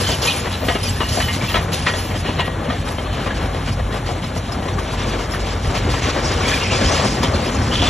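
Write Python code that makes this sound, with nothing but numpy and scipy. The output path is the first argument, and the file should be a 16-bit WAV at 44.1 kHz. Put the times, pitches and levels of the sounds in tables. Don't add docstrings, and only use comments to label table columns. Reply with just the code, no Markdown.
import sys
import numpy as np
from scipy import signal
from scipy.fft import rfft, irfft, next_fast_len
from scipy.io import wavfile
from scipy.ndimage import uniform_filter1d

SR = 44100
rng = np.random.default_rng(int(sys.argv[2]) if len(sys.argv) > 2 else 0)


def master_out(mix):
    frames = np.transpose(np.atleast_2d(mix))
    ceiling = np.clip(frames, -1, 1)
    pcm = np.round(ceiling * 32767).astype(np.int16)
    wavfile.write(sys.argv[1], SR, pcm)


N = 347949

# (time [s], firing rate [Hz], rumble [dB], deep hum [dB])
DIESEL_RUN = [(0.0, 94.3, -23.5, -49), (0.83, 94.9, -25.5, -31), (1.78, 94.9, -24.5, -36),
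              (2.0, 91.9, -27, -31), (3.43, 94.7, -24.5, -27.5), (3.8, 91.7, -27.5, -29),
              (4.61, 94.3, -25.5, -33.5), (5.07, 92.26, -25.5, -26.5), (6.61, 92.7, -22, -31),
              (6.9, 88.2, -20.5, -22), (7.08, 91.4, -21.5, -31), (7.54, 90.6, -22, -31),
              (7.62, 97.5, -18, -33), (7.89, 89.8, -22, -28)]
FIRING_DB = [2, -19, 4, -14, 5, -8]
# (order [per turn], level [dB])
CRANK_TONES = [(2.5, -39), (4, -39.5), (5, -38.5)]
# (frequency [Hz], width [Hz], relative level [dB])
PIPE_MODES = [(50, 3.7, -15), (119, 29.5, 12.5), (154, 110, -23), (198, 16, 10.5), (253, 5, -26)]
# (frequency [Hz], width [Hz], level [dB])
GEAR_BANDS = [(1710, 4, -48)]
# (frequency [Hz], relative level [dB])
RUMBLE_SPECTRUM = [(25, -32), (38, -18), (52, -4.5), (75, 4), (110, 0.5), (170, -5.5), (260, -3.5),
                   (400, -27)]
FAN_SPECTRUM = [(300, -5), (800, 19.5), (2000, -12), (4000, -7), (6000, -2), (9000, -0.5), (12000, -10)]

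# (time [s], relative level [dB], brightest at [Hz], relative thud [dB])
LINK_BLOWS = [(0.088, -6, 696, -18), (0.25, -6, 988, -25), (0.279, -9.5, 2560, -14),
              (0.456, -11, 1230, -27), (0.617, -8.5, 746, -14), (0.683, 0, 1690, -18),
              (0.747, -7.5, 1930, 2), (1.004, -0.5, 1080, -11), (1.171, -7, 715, -1),
              (1.201, -2.5, 1850, -31), (1.282, -7, 1860, -30), (1.413, -12.5, 2260, 3),
              (1.489, -7, 2830, -14), (1.541, 2, 1780, -5.5), (1.865, 0.5, 1280, -30),
              (1.936, -6.5, 666, -28), (2.101, -13, 1845, 1), (2.142, -11, 622, -24), (2.251, -10, 2220, 2),
              (2.281, -14, 673, 9.5), (2.392, -2.5, 710, -24), (2.478, -13, 627, 2),
              (2.699, -8.5, 1190, -24), (2.872, -12, 705, -13), (2.982, -8, 800, 2),
              (3.126, -16, 1010, -19), (3.262, -9, 800, -2), (3.306, -16, 1710, -37),
              (3.409, -14.5, 651, -23), (3.545, -14.5, 921, 7), (3.673, -12, 1680, -24),
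              (3.792, -13.5, 872, -2), (3.924, -14.5, 676, -24), (4.061, -15, 1200, -15),
              (4.089, -12.5, 800, 7), (4.232, -12, 950, -12), (4.361, -15, 650, 6.5), (4.622, -15, 910, -1),
              (4.654, -15, 600, 9), (4.684, -12, 977, -4), (4.782, -11, 1180, -17),
              (4.934, -10.5, 643, -20), (5.19, -9.5, 740, 2), (5.336, -10, 955, -14),
              (5.469, -17.5, 755, 7), (5.641, -9.5, 616, -32), (5.748, -7, 651, -13),
              (5.887, -8.5, 823, -18), (5.938, -5.5, 724, -20), (6.159, -19, 700, 12),
              (6.242, -35, 606, -12), (6.297, -23, 600, -5), (6.4, -31, 739, -29), (6.433, -12, 2200, -25),
              (6.484, -13.5, 1860, 3), (6.54, -15, 2350, -18), (6.719, -8, 599, -25),
              (6.809, -28, 1730, -32.5), (6.928, -17, 631, -12), (6.994, -7, 627, -15),
              (7.169, -10, 654, -12), (7.229, -5, 1920, 1.5), (7.466, -19, 600, 11.5), (7.614, -14, 740, 8),
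              (7.683, -23, 759, -15), (7.721, -24, 3030, 2), (7.824, -10.5, 3440, 10)]
# (frequency [Hz], relative level [dB], t60 when struck hard [s])
LINK_MODES = [(520, -7, .05), (646, -3, .07), (716, -4, .07), (830, -7, .05), (947, -5, .05),
              (1030, -5, .05), (1180, -6, .05), (1320, -6, .05), (1530, -10, .04), (1750, -10, .06),
              (1879, -3.5, .1), (1960, -7, .07), (2137, -9, .1), (2260, -11, .1), (2470, -11, .1),
              (2848, -6, .12), (3004, -11, .1), (3160, -8, .07), (3370, -10, .07), (3620, -13, .06),
              (3900, -14, .06)]
# (time [s], frequency [Hz], level [dB], t60 [s])
FREE_LINKS = [(.686, 1913, -15, 0.17), (0.689, 3050, -25, .2), (.69, 687, -16, 0.24),
              (0.751, 1950, -30, 0.12), (1.008, 2864, -19, 0.28), (1.015, 1870, -25, 0.25),
              (1.005, 997, -20, 0.15), (1.172, 720, -13.5, .08), (1.203, 1860, -36, 0.28),
              (1.225, 3010, -22, 0.45), (1.283, 1870, -20.5, 0.19), (1.285, 2095, -22, 0.26),
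              (1.54, 1930, -31, 0.13), (1.543, 2840, -23, 0.22), (1.867, 1900, -17, 0.33),
              (1.868, 3230, -23, 0.25), (1.935, 3400, -23, 0.097), (2.155, 3140, -23, 0.072),
              (2.394, 1900, -23, 0.61), (2.393, 2840, -20, 0.2), (2.475, 3370, -32, 0.09),
              (7.23, 3200, -18, 0.13), (7.23, 2180, -22, 0.091), (7.232, 944, -20, .1),
              (.687, 1237, -22, 0.24), (0.753, 1280, -20, .1), (1.543, 672, -14.5, 0.13),
              (1.867, 1004, -17, 0.21), (2.394, 1015, -19.5, 0.13), (2.699, 1217, -20, 0.11),
              (2.699, 685, -20.5, 0.16), (2.701, 1842, -28, .1), (2.701, 3200, -28, .08),
              (2.872, 1300, -26, 0.067), (2.98, 3150, -21, 0.094), (2.984, 2150, -25, .08),
              (3.178, 1660, -23, 0.074), (0.278, 2500, -18, 0.18), (3.268, 1054, -23, .1),
              (3.305, 1660, -18.5, 0.092), (3.673, 2900, -26, .1), (3.922, 1840, -22, 0.063),
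              (3.96, 1180, -23, .08), (4.09, 740, -26, 0.24), (4.234, 1010, -29, .1),
              (4.783, 1160, -21, .08), (5.337, 1800, -24, .08), (5.342, 1300, -22, .08)]
# (time [s], length [s], frequency [Hz], width [Hz], level [dB])
PIN_SQUEAKS = [(.57, .12, 13500, 130, -38), (.87, .1, 13450, 120, -47), (1.22, .09, 13500, 130, -38),
               (1.43, .16, 13470, 130, -38), (.02, .12, 13500, 120, -41), (1.05, .13, 13500, 120, -48),
               (1.96, .18, 13500, 80, -43), (1.13, .11, 9000, 60, -32), (1.75, .15, 9100, 50, -36),
               (.28, .17, 9110, 40, -39), (0, .12, 8130, 40, -35), (.15, .2, 8130, 40, -39),
               (.03, .12, 4500, 150, -33), (.82, .05, 10090, 60, -41), (.015, .08, 5100, 50, -33),
               (.27, .08, 5050, 60, -35)]

# (time [s], big stones [dB], crunch on the blade [dB], grit [dB], fine grit [dB])
HEAP_ROLL = [(0.0, -27.5, -26, -26.5, -31), (0.17, -26, -28.5, -29.5, -35.5),
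             (0.42, -27.5, -32, -39.5, -44.5), (1.32, -31, -30, -34, -37), (1.65, -26, -34, -42, -54),
             (2.0, -29, -32, -36, -43), (2.52, -26.5, -36, -53, -65), (2.94, -30.5, -37, -58.5, -60),
             (3.29, -25.5, -34, -46, -65), (4.04, -29, -37, -48, -59), (5.56, -26, -33.5, -40.5, -66),
             (6.5, -21.5, -26.5, -30, -46), (6.64, -19.5, -27, -30, -56), (6.97, -22.5, -24, -27, -46),
             (7.19, -22, -29.5, -32, -46), (7.45, -25.5, -35, -40, -57), (7.74, -21.5, -28.5, -31, -45),
             (7.89, -19, -21.5, -25.5, -49)]
# (time [s], length [s], grit [dB], fine grit re grit [dB], crunch re grit [dB])
GRAVEL_SPILLS = [(0.061, 0.086, -24.5, -16, -4), (0.224, 0.18, -27.5, -2, 2), (0.507, 0.035, -37, -14, 7.5),
                 (0.639, 0.11, -30, -3.5, 0), (0.824, 0.29, -31, -4, -3), (1.115, 0.15, -28.5, -8, -18),
                 (1.32, 0.04, -29, -6, -3), (1.41, 0.065, -32.5, -9, 3), (1.477, 0.1, -30.5, -5.5, 2),
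                 (1.606, 0.039, -37, 2, 2), (1.714, 0.032, -27, -3, 3), (1.765, 0.072, -31, -15, 1),
                 (1.854, 0.038, -29, -19, 9.5), (1.957, 0.17, -34, -2, -1), (2.148, 0.061, -34, -6, -2),
                 (2.243, 0.13, -37.5, -7, 9), (2.383, 0.026, -33, -6, 17), (2.44, 0.038, -41.5, 2, 13),
                 (2.627, 0.031, -41, -9, 5), (2.682, 0.13, -38.5, -8, 7), (2.847, 0.19, -36, -6, 2),
                 (3.12, 0.086, -38.5, -20, 10), (3.2, 0.074, -39, -7, 7), (3.338, 0.043, -34.5, -16, 1),
                 (3.4, 0.065, -40.5, -4, 8), (3.522, 0.14, -39, -9, 7), (3.65, 0.046, -31, -11, 1.5),
                 (3.705, 0.038, -35, -9, -6), (3.915, 0.066, -38, -7, 6), (4.05, 0.071, -33.5, -12, 2),
                 (4.212, 0.054, -37, -7, 4), (4.346, 0.039, -34, -5, -3), (4.509, 0.028, -36, -9, -7),
                 (4.617, 0.078, -39, -9, -5), (4.714, 0.033, -41, -11, 3), (4.76, 0.079, -41, -7, -1),
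                 (4.913, 0.037, -34.5, -8, 0), (4.97, 0.067, -35, -19, 7), (5.054, 0.044, -35, -12.0, -4),
                 (5.178, 0.08, -33, -12, -5), (5.298, 0.058, -34.5, -1.5, 0),
                 (5.389, 0.031, -31.5, -16, -1), (5.455, 0.033, -37, -8, 3), (5.49, 0.047, -35.5, -23, 3),
                 (5.62, 0.091, -32, -11, -2), (5.737, 0.05, -29, -12, 4.5), (5.888, 0.105, -28, -12, 1.5),
                 (6.01, 0.098, -28.5, -14, 7), (6.13, 0.044, -36, -11, 5), (6.225, 0.068, -25.5, -48, -10),
                 (6.295, 0.046, -29.5, -16, 6), (6.46, 0.14, -25.5, -9, 3), (6.595, 0.05, -28.5, -13, 6),
                 (6.705, 0.074, -21.5, -35, -1), (6.833, 0.068, -26, -23, -13),
                 (6.913, 0.036, -27, -34, -13), (7.041, 0.12, -23, -20, -3.5), (7.22, 0.024, -29, -23, -2),
                 (7.331, 0.12, -33.5, -15.0, 6), (7.434, 0.065, -32.5, -9, 5),
                 (7.608, 0.032, -32, -18.0, -8), (7.718, 0.058, -28, -22, -8),
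                 (7.813, 0.028, -23, -16, 4.5)]
# (frequency [Hz], relative level [dB])
KNOCK_SPECTRUM = [(150, -51), (250, -4), (500, 0), (900, -6.5), (1500, -8.5), (2400, -14.5)]
CRUNCH_SPECTRUM = [(900, 5), (1600, 4.5), (2300, 5.5), (3200, 6.5), (4300, 0), (5600, -51)]
GRIT_SPECTRUM = [(3500, -32), (4800, 4), (5400, 1), (6500, -3.5), (8000, -4), (9500, -19), (11000, -29)]
FINE_SPECTRUM = [(7500, -39), (9300, -14.5), (10500, -16.5), (12000, -23.5), (12800, -24), (14000, -29),
                 (15000, -39)]
# (time [s], length [s], frequency [Hz], width [Hz], level [dB])
BLADE_SCRAPES = [(.02, .15, 3100, 300, -30), (.22, .15, 2900, 400, -28), (.84, .04, 2480, 80, -32),
                 (.87, .04, 2980, 80, -33), (1.405, .07, 2300, 60, -29), (5.335, .04, 1500, 600, -28),
                 (5.95, .06, 1800, 200, -32), (6.24, .06, 5400, 500, -36), (6.43, .06, 2250, 90, -27),
                 (6.45, .05, 3300, 120, -30), (6.5, .08, 3350, 120, -31), (6.47, .1, 5000, 600, -36),
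                 (6.6, .18, 2500, 500, -28), (6.43, .16, 2300, 350, -29), (6.85, .06, 5300, 400, -37),
                 (6.91, .05, 5900, 300, -36), (7.07, .1, 5100, 500, -37), (6.53, .06, 2350, 70, -24),
                 (6.5, .05, 1720, 90, -25), (6.605, .045, 2780, 70, -26), (6.635, .04, 2200, 120, -27),
                 (6.69, .03, 2750, 70, -27), (6.7, .07, 2300, 100, -29), (6.72, .06, 3400, 150, -27),
                 (6.73, .025, 1000, 60, -26), (6.8, .025, 1700, 70, -26), (6.845, .025, 3200, 90, -28),
                 (6.85, .3, 210, 12, -28), (7.75, .14, 268, 15, -26), (1.55, .3, 160, 20, -25),
                 (2.2, .35, 150, 25, -29), (6.7, .4, 520, 120, -28), (7.225, .03, 3200, 500, -24),
                 (7.25, .03, 3200, 400, -28), (6.86, .22, 650, 250, -27), (6.72, .05, 520, 60, -25),
                 (.0, .16, 4200, 700, -31), (.23, .12, 3700, 800, -29), (4.075, .03, 3050, 140, -37),
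                 (4.22, .035, 3150, 350, -34), (4.24, .02, 4000, 120, -38), (4.62, .03, 3050, 140, -37),
                 (4.08, .1, 550, 250, -31), (.95, .04, 1780, 50, -32), (7.335, .03, 4300, 200, -31),
                 (6.3, .04, 5400, 400, -34), (6.63, .04, 5700, 500, -33), (.09, .07, 3150, 300, -29),
                 (.0, .13, 1500, 600, -31), (.3, .06, 3100, 600, -30), (.22, .05, 5250, 200, -30),
                 (7.71, .18, 3100, 500, -25), (7.85, .05, 3450, 90, -23), (7.81, .04, 3300, 300, -24),
                 (7.71, .03, 3050, 200, -23), (7.77, .035, 3150, 250, -23), (7.73, .035, 3500, 300, -24),
                 (.27, .03, 2500, 50, -21), (.335, .015, 2450, 80, -28), (.26, .05, 3950, 70, -31),
                 (.26, .04, 3000, 120, -28), (.05, .11, 3050, 120, -26), (.215, .04, 4450, 150, -30),
                 (.53, .05, 4000, 60, -34), (1.475, .025, 2750, 120, -27), (1.495, .03, 3050, 120, -28)]
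# (time [s], level [dB], t60 [s])
STONE_SPLITS = [(.218, -22.5, 0.96), (.752, -37, 0.071), (.828, -27, 0.37), (1.084, -24, 0.6),
                (1.331, -19.5, .15), (1.729, -16.5, 0.19), (3.129, -32, .12), (4.239, -32, 0.076),
                (4.519, -29, .12), (4.627, -33, .1), (4.787, -28, .1), (5.319, -36, 0.14),
                (5.887, -42, .15), (7.229, -22, 0.11)]
# (frequency [Hz], relative level [dB])
SPLIT_SPECTRUM = [(800, -1), (1500, -23), (3000, 3.5), (5000, 0), (8000, -5.5), (11000, -9), (14000, -22)]
# (time [s], relative level [dB], frequency [Hz])
STONE_CHINKS = [(.02, -22, 7400), (.075, -16, 6500), (.1, -16, 6100), (0.218, -10, 5240), (.22, -11, 4450),
                (.25, -11, 6700), (0.277, -7, 4070), (.345, -26, 7500), (0.398, -18, 6700),
                (0.831, -12, 5117), (1.731, -24, 6550), (3.6666, -37, 6000), (3.7239, -21, 5210),
                (4.2393, -22, 5160), (4.3745, -21, 5760), (4.519, -16, 5060), (4.7311, -24, 5700),
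                (4.996, -22, 5700), (5.2101, -30, 6300), (5.3184, -15, 5110), (5.7538, -20, 5330),
                (6.0905, -16, 5500), (6.2219, -18, 5340), (6.2497, -10, 5400), (6.404, -17, 5600),
                (6.6293, -15, 5300), (6.6934, -27, 5500), (6.914, -12, 6000), (7.23, -14, 5220),
                (7.465, -16, 5150), (7.618, -19, 5470), (7.7293, -20, 5200), (7.818, -18, 5640)]

# (time [s], length [s], level [dB])
WIND_GUSTS = [(0.06, 0.079, -24), (1.543, 0.096, -18), (1.697, .2, -25), (3.548, 0.25, -19.5),
              (3.74, 0.21, -21), (3.948, 0.26, -28), (5.45, 0.16, -41), (5.623, 0.13, -14.5),
              (5.755, 0.26, -18), (6.02, 0.073, -32), (6.786, 0.21, -21), (7.045, 0.13, -32),
              (7.238, 0.11, -33), (7.593, 0.091, -20.5), (7.753, 0.079, -19)]
# (frequency [Hz], relative level [dB])
WIND_SPECTRUM = [(28, -27), (42, -1), (60, -2), (90, 1), (130, -7), (220, -23)]
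# (frequency [Hz], level [dB])
RIGHT_BALANCE = [(390, 0), (500, -5.5), (570, -7.3), (760, -6.5), (850, -3.6), (1000, -9), (1120, -14),
                 (1400, -2), (1600, -2), (1900, 0)]
# (frequency [Hz], lag [cycles])
RIGHT_DELAY = [(200, 0), (500, .115), (620, .07), (1000, .12), (1240, -.09), (1470, .04), (1600, 0),
               (2200, 0), (3500, .055), (4000, .1), (4500, .25), (4900, .5), (5300, .863), (5600, 1),
               (6200, 1), (8400, 1.5), (9500, 1.5), (11900, 2)]
# (frequency [Hz], depth [dB re one radian])
PHASE_WOBBLE = [(30, -30), (200, -30), (500, -22), (1100, -14), (1900, -24), (3000, -14), (4100, -11),
                (4780, -11), (4900, -28), (5020, -11), (5450, -11), (5700, -35), (6200, -35), (6600, -9),
                (7900, -7), (8500, -30), (9500, -30), (10000, -10), (11000, -6), (11600, -7), (11950, -35),
                (13100, -30), (13500, -9), (15000, -5)]


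def amp(db):
    return 10 ** (np.asarray(db) / 20)


def rms_one(x):
    return x / np.sqrt(np.mean(x ** 2) + 1e-20)


def in_time(rows):
    s, *columns = np.transpose(rows)
    return [np.interp(np.arange(N) / SR, s, c) for c in columns]


def drift(rate):
    step = 40
    r = np.exp(-2 * step * np.pi * rate / SR)
    slow = signal.lfilter([1], [1, -2 * r, r * r], rng.standard_normal(N // step + 2002))[2000:]
    return np.interp(np.arange(N) / step, np.arange(len(slow)), rms_one(slow))


def shaped(x, spectrum):
    hz, level_db = np.transpose(spectrum)
    grid = np.log(np.fft.rfftfreq(len(x), 1 / SR) + 1)
    gain = amp(np.interp(grid, np.log(hz), level_db, left=-80, right=-80))
    return rms_one(irfft(rfft(x) * gain, len(x)))


def resonate(x, hz, width_hz):
    r = np.exp(-np.pi * width_hz / SR)
    poles = [1, -2 * r * np.cos(2 * np.pi * hz / SR), r * r]
    return signal.lfilter([(1 - r * r) / 2, 0, (r * r - 1) / 2], poles, x + 1e-18)


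def grains(per_s, spread_db, clumps_db):
    sizes = amp(spread_db * np.minimum(rng.exponential(1, N), 4)) * rng.choice([-1, 1], N)
    return sizes * (rng.random(N) < per_s / SR) * amp(clumps_db * drift(10))


def tone(level_db, cycles):
    return np.sqrt(2) * amp(level_db) * np.sin(2 * np.pi * cycles)


def diesel():
    firing_hz, rumble_db, hum_db = in_time(DIESEL_RUN)
    firings = np.cumsum(firing_hz) / SR
    firing = tone(-28.5 + 2 * drift(12), firings)
    crank = sum(tone(db + 3.4 * drift(4.5), order / 3 * firings) for order, db in CRANK_TONES)
    pipe = exhaust(firings, level_db=-35)
    rumble = amp(rumble_db + 2.5 * drift(19)) * shaped(rng.standard_normal(N), RUMBLE_SPECTRUM)
    whine = sum(amp(db) * rms_one(resonate(rng.standard_normal(N), hz, width))
                for hz, width, db in GEAR_BANDS)
    hum = tone(hum_db + 2.5 * drift(9.5), np.cumsum(49.5 + 1.42 * drift(1.9)) / SR)
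    fan = amp(-36) * shaped(rng.standard_normal(N), FAN_SPECTRUM)
    return firing + crank + pipe + rumble + whine + hum + fan


def exhaust(firings, level_db):
    fired = np.flatnonzero(np.diff(np.floor(firings)))
    pulses = np.zeros(N)
    pulses[fired] = amp(np.resize(FIRING_DB, len(fired)) + 6.6 * drift(30)[fired])
    pipe = sum(amp(db) * rms_one(resonate(resonate(pulses, hz, width), hz, 4 * width))
               for hz, width, db in PIPE_MODES)
    return amp(level_db) * rms_one(pipe)


def link_rattle(noise, t, closing_s=0.001, hold_s=0.034, burst_s=0.006, stutter_db=2):
    closing = 1 - np.exp(-t / closing_s)
    first_contact = amp(3.5) * np.exp(-t / 0.004)
    hold = np.exp(-(t / hold_s) ** 2)
    bursts = rms_one(uniform_filter1d(noise[::-1], size=round(burst_s * SR)))
    return noise * closing * (first_contact + hold) * amp(stutter_db * bursts)


def track_clanks(dull_hz=6100):
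    out, t = np.zeros(N + SR), np.arange(SR // 4) / SR
    low = signal.butter(2, [150, 700], "band", fs=SR, output="sos")
    high = signal.butter(3, [4500, 9000], "band", fs=SR, output="sos")
    broad = signal.butter(2, [450, 2900], "band", fs=SR, output="sos")
    hz, mode_db, t60 = np.transpose(LINK_MODES)[:, :, None]
    for s, level_db, bright_hz, thud_db in LINK_BLOWS:
        scatter_db = 3 * rng.standard_normal(hz.shape)
        noise = rng.standard_normal(len(t))
        rattle = link_rattle(noise, t)
        nearness_db = -4 * np.abs(np.log2(hz / bright_hz))
        freedom = np.interp(level_db, [-18, -6], [0.45, 1])
        decays = amp(mode_db + nearness_db + scatter_db - 60 * t / (t60 * freedom))
        modes = np.sum(decays * np.sin(2 * np.pi * hz * t), axis=0)
        hardest_contacts = rattle * (np.abs(noise) > 1.8)
        ringing = signal.fftconvolve(hardest_contacts, modes)[:len(t)]
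        knock = signal.sosfilt(broad, rattle) + 2.84 * resonate(rattle, bright_hz, 0.5 * bright_hz)
        body = ringing / np.max(np.abs(ringing)) + amp(-13.5) * knock
        thud = amp(thud_db + 5) * signal.sosfilt(low, rattle)
        crack = amp(-27.5) * signal.sosfilt(high, rattle)
        out[round(s * SR):][:len(t)] += amp(level_db - 7) * (body + thud + crack)
    return signal.sosfilt(signal.butter(4, dull_hz, fs=SR, output="sos"), out[:N])


def link_rings(rise_s=0.0011, beat_hz=43.5):
    out, t = np.zeros(N + SR), np.arange(SR // 2) / SR
    for (s, hz, level_db, t60), phase in zip(FREE_LINKS, rng.random(len(FREE_LINKS))):
        pair = np.sin(2 * np.pi * hz * t) + 0.36 * np.sin(2 * np.pi * ((hz + beat_hz) * t + phase))
        envelope = amp(level_db - 60 * t / t60) * (1 - np.exp(-t / rise_s))
        out[round(s * SR):][:len(t)] += envelope * pair
    return out[:N]


def stone_heap():
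    knock_db, crunch_db, grit_db, fine_db = in_time(HEAP_ROLL)
    _, _, spill_db, finer_db, coarser_db = np.transpose(GRAVEL_SPILLS)
    dull = rms_one(grains(per_s=5000, spread_db=2.5, clumps_db=2.5))
    low_rings = fragments(per_s=1200, low_hz=291.2, high_hz=2680, q=20, turnover_db=1.5, count=24)
    high_rings = fragments(per_s=2500, low_hz=1511, high_hz=12010, q=180, turnover_db=3.2, count=72)
    knock = amp(knock_db) * shaped(dull + amp(-12) * low_rings, KNOCK_SPECTRUM)
    ticks = rms_one(grains(per_s=6000, spread_db=0.5, clumps_db=0.5))
    small = ticks + amp(-2) * signal.lfilter([1, -0.9], [1], high_rings)
    small /= np.sqrt(uniform_filter1d(small ** 2, size=SR // 2))
    crunch = np.hypot(amp(crunch_db), spills(spill_db + coarser_db)) * shaped(small, CRUNCH_SPECTRUM)
    grit = np.hypot(amp(grit_db), spills(spill_db)) * shaped(small, GRIT_SPECTRUM)
    fine = np.hypot(amp(fine_db), spills(spill_db + finer_db)) * shaped(small, FINE_SPECTRUM)
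    return amp(1.13 * drift(5.5)) * (knock + crunch + grit + fine)


def fragments(per_s, low_hz, high_hz, q, turnover_db, count, damping_hz=12):
    clicks = grains(per_s, spread_db=0.5, clumps_db=3.5)
    struck = rng.integers(0, count, N)
    pitches = np.geomspace(low_hz, high_hz, count) * amp(0.154 * rng.standard_normal(count))
    out = np.zeros(N)
    for k, hz in enumerate(pitches):
        hits = clicks * (struck == k) * amp(turnover_db * drift(11.4))
        out += rms_one(resonate(hits, hz, hz / q + damping_hz))
    return out / np.sqrt(count)


def spills(levels_db, rise_s=0.011, sag_db_per_s=41, t60=0.09):
    power, t = np.zeros(N + SR), np.arange(SR // 2) / SR
    for (s, length, *_), db in zip(GRAVEL_SPILLS, levels_db):
        fading_db = sag_db_per_s * t + 60 * np.maximum(t - length, 0) / t60
        power[round(s * SR):][:len(t)] += ((1 - np.exp(-t / rise_s)) * amp(db - fading_db)) ** 2
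    return np.sqrt(power[:N])


def stick_slip(notes, per_s, wander, judder_db):
    out, slips = np.zeros(N + SR), grains(per_s, spread_db=4, clumps_db=-2)
    stray, judder = wander * drift(17), amp(judder_db * drift(44))
    for s, length, hz, width, level_db in notes:
        at, size = round(s * SR), round(length * SR)
        span = slice(at, min(at + size, N))
        ringing = signal.hilbert(resonate(resonate(slips[span], hz, width), hz, 2 * width))
        bend_hz = hz * (stray[span] - stray[span].mean())
        note = np.real(ringing * np.exp(2j * np.pi * np.cumsum(bend_hz) / SR)) * judder[span]
        swell = np.sqrt(signal.windows.tukey(size, 0.6))[:len(note)]
        out[span] += amp(level_db) * rms_one(note) * swell
    return out[:N]


def stone_splits(rise_s=0.0016):
    t = np.arange(N) / SR
    bursts = sum((1 - np.exp(-np.maximum(t - s, 0) / rise_s)) * amp(db - 60 * np.abs(t - s) / t60)
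                 for s, db, t60 in STONE_SPLITS)
    return bursts * shaped(grains(per_s=4000, spread_db=3.5, clumps_db=1.5), SPLIT_SPECTRUM)


def stone_chinks(rise_s=0.0011, t60=0.08):
    out, t = np.zeros(N + SR), np.arange(SR // 8) / SR
    for s, level_db, hz in STONE_CHINKS:
        pair = np.sin(2 * np.pi * hz * t) + 0.6 * np.sin(2 * np.pi * 1.07 * hz * t)
        envelope = amp(level_db - 8 - 60 * t / t60) * (1 - np.exp(-t / rise_s))
        out[round(s * SR):][:len(t)] += envelope * pair
    return out[:N]


def wind():
    t = np.arange(N) / SR
    swell = sum(amp(db) * np.sin(np.pi * np.clip((t - s) / length, 0, 1)) for s, length, db in WIND_GUSTS)
    return swell * shaped(rng.standard_normal(N), WIND_SPECTRUM)


def scene():
    mono = diesel() + wind() + stone_heap() + track_clanks()
    mono += stone_chinks() + stone_splits() + link_rings()
    mono += stick_slip(BLADE_SCRAPES, per_s=3400, wander=0.0118, judder_db=2)
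    mono += stick_slip(PIN_SQUEAKS, per_s=9600, wander=0.0025, judder_db=1.5)
    return np.array([mono, mono])


def record(dry):
    capsule_hz, strip_hz, cutoff_hz = 12800, 130, 15500
    left_share = 0.42
    rounded = 1.08 * np.tanh(dry[0] / 1.31)
    mic = signal.sosfilt(signal.butter(6, capsule_hz, fs=SR, output="sos"), rounded)
    size = next_fast_len(N + 4096)
    hz = np.fft.rfftfreq(size, 1 / SR)
    balance_db = np.interp(hz, *np.transpose(RIGHT_BALANCE))
    lag = np.exp(-2j * np.pi * np.interp(hz, *np.transpose(RIGHT_DELAY)))
    lifted = rfft(mic, size) * amp(-left_share * balance_db)
    left, right = irfft([lifted, lifted * amp(balance_db) * lag], size)[:, :N]
    quarter_turn = 1j * amp(np.interp(hz, *np.transpose(PHASE_WOBBLE)))
    turned = rfft([left, -right], size) * quarter_turn
    strip = hz // strip_hz % 8
    wobble = sum(drift(30) * irfft(turned * (strip == k), size)[:, :N] for k in range(8))
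    top_cut = signal.cheby2(16, 80, cutoff_hz, fs=SR, output="sos")
    return signal.sosfilt(top_cut, np.array([left, right]) + wobble)


dry = scene()
out = record(dry)
master_out(out)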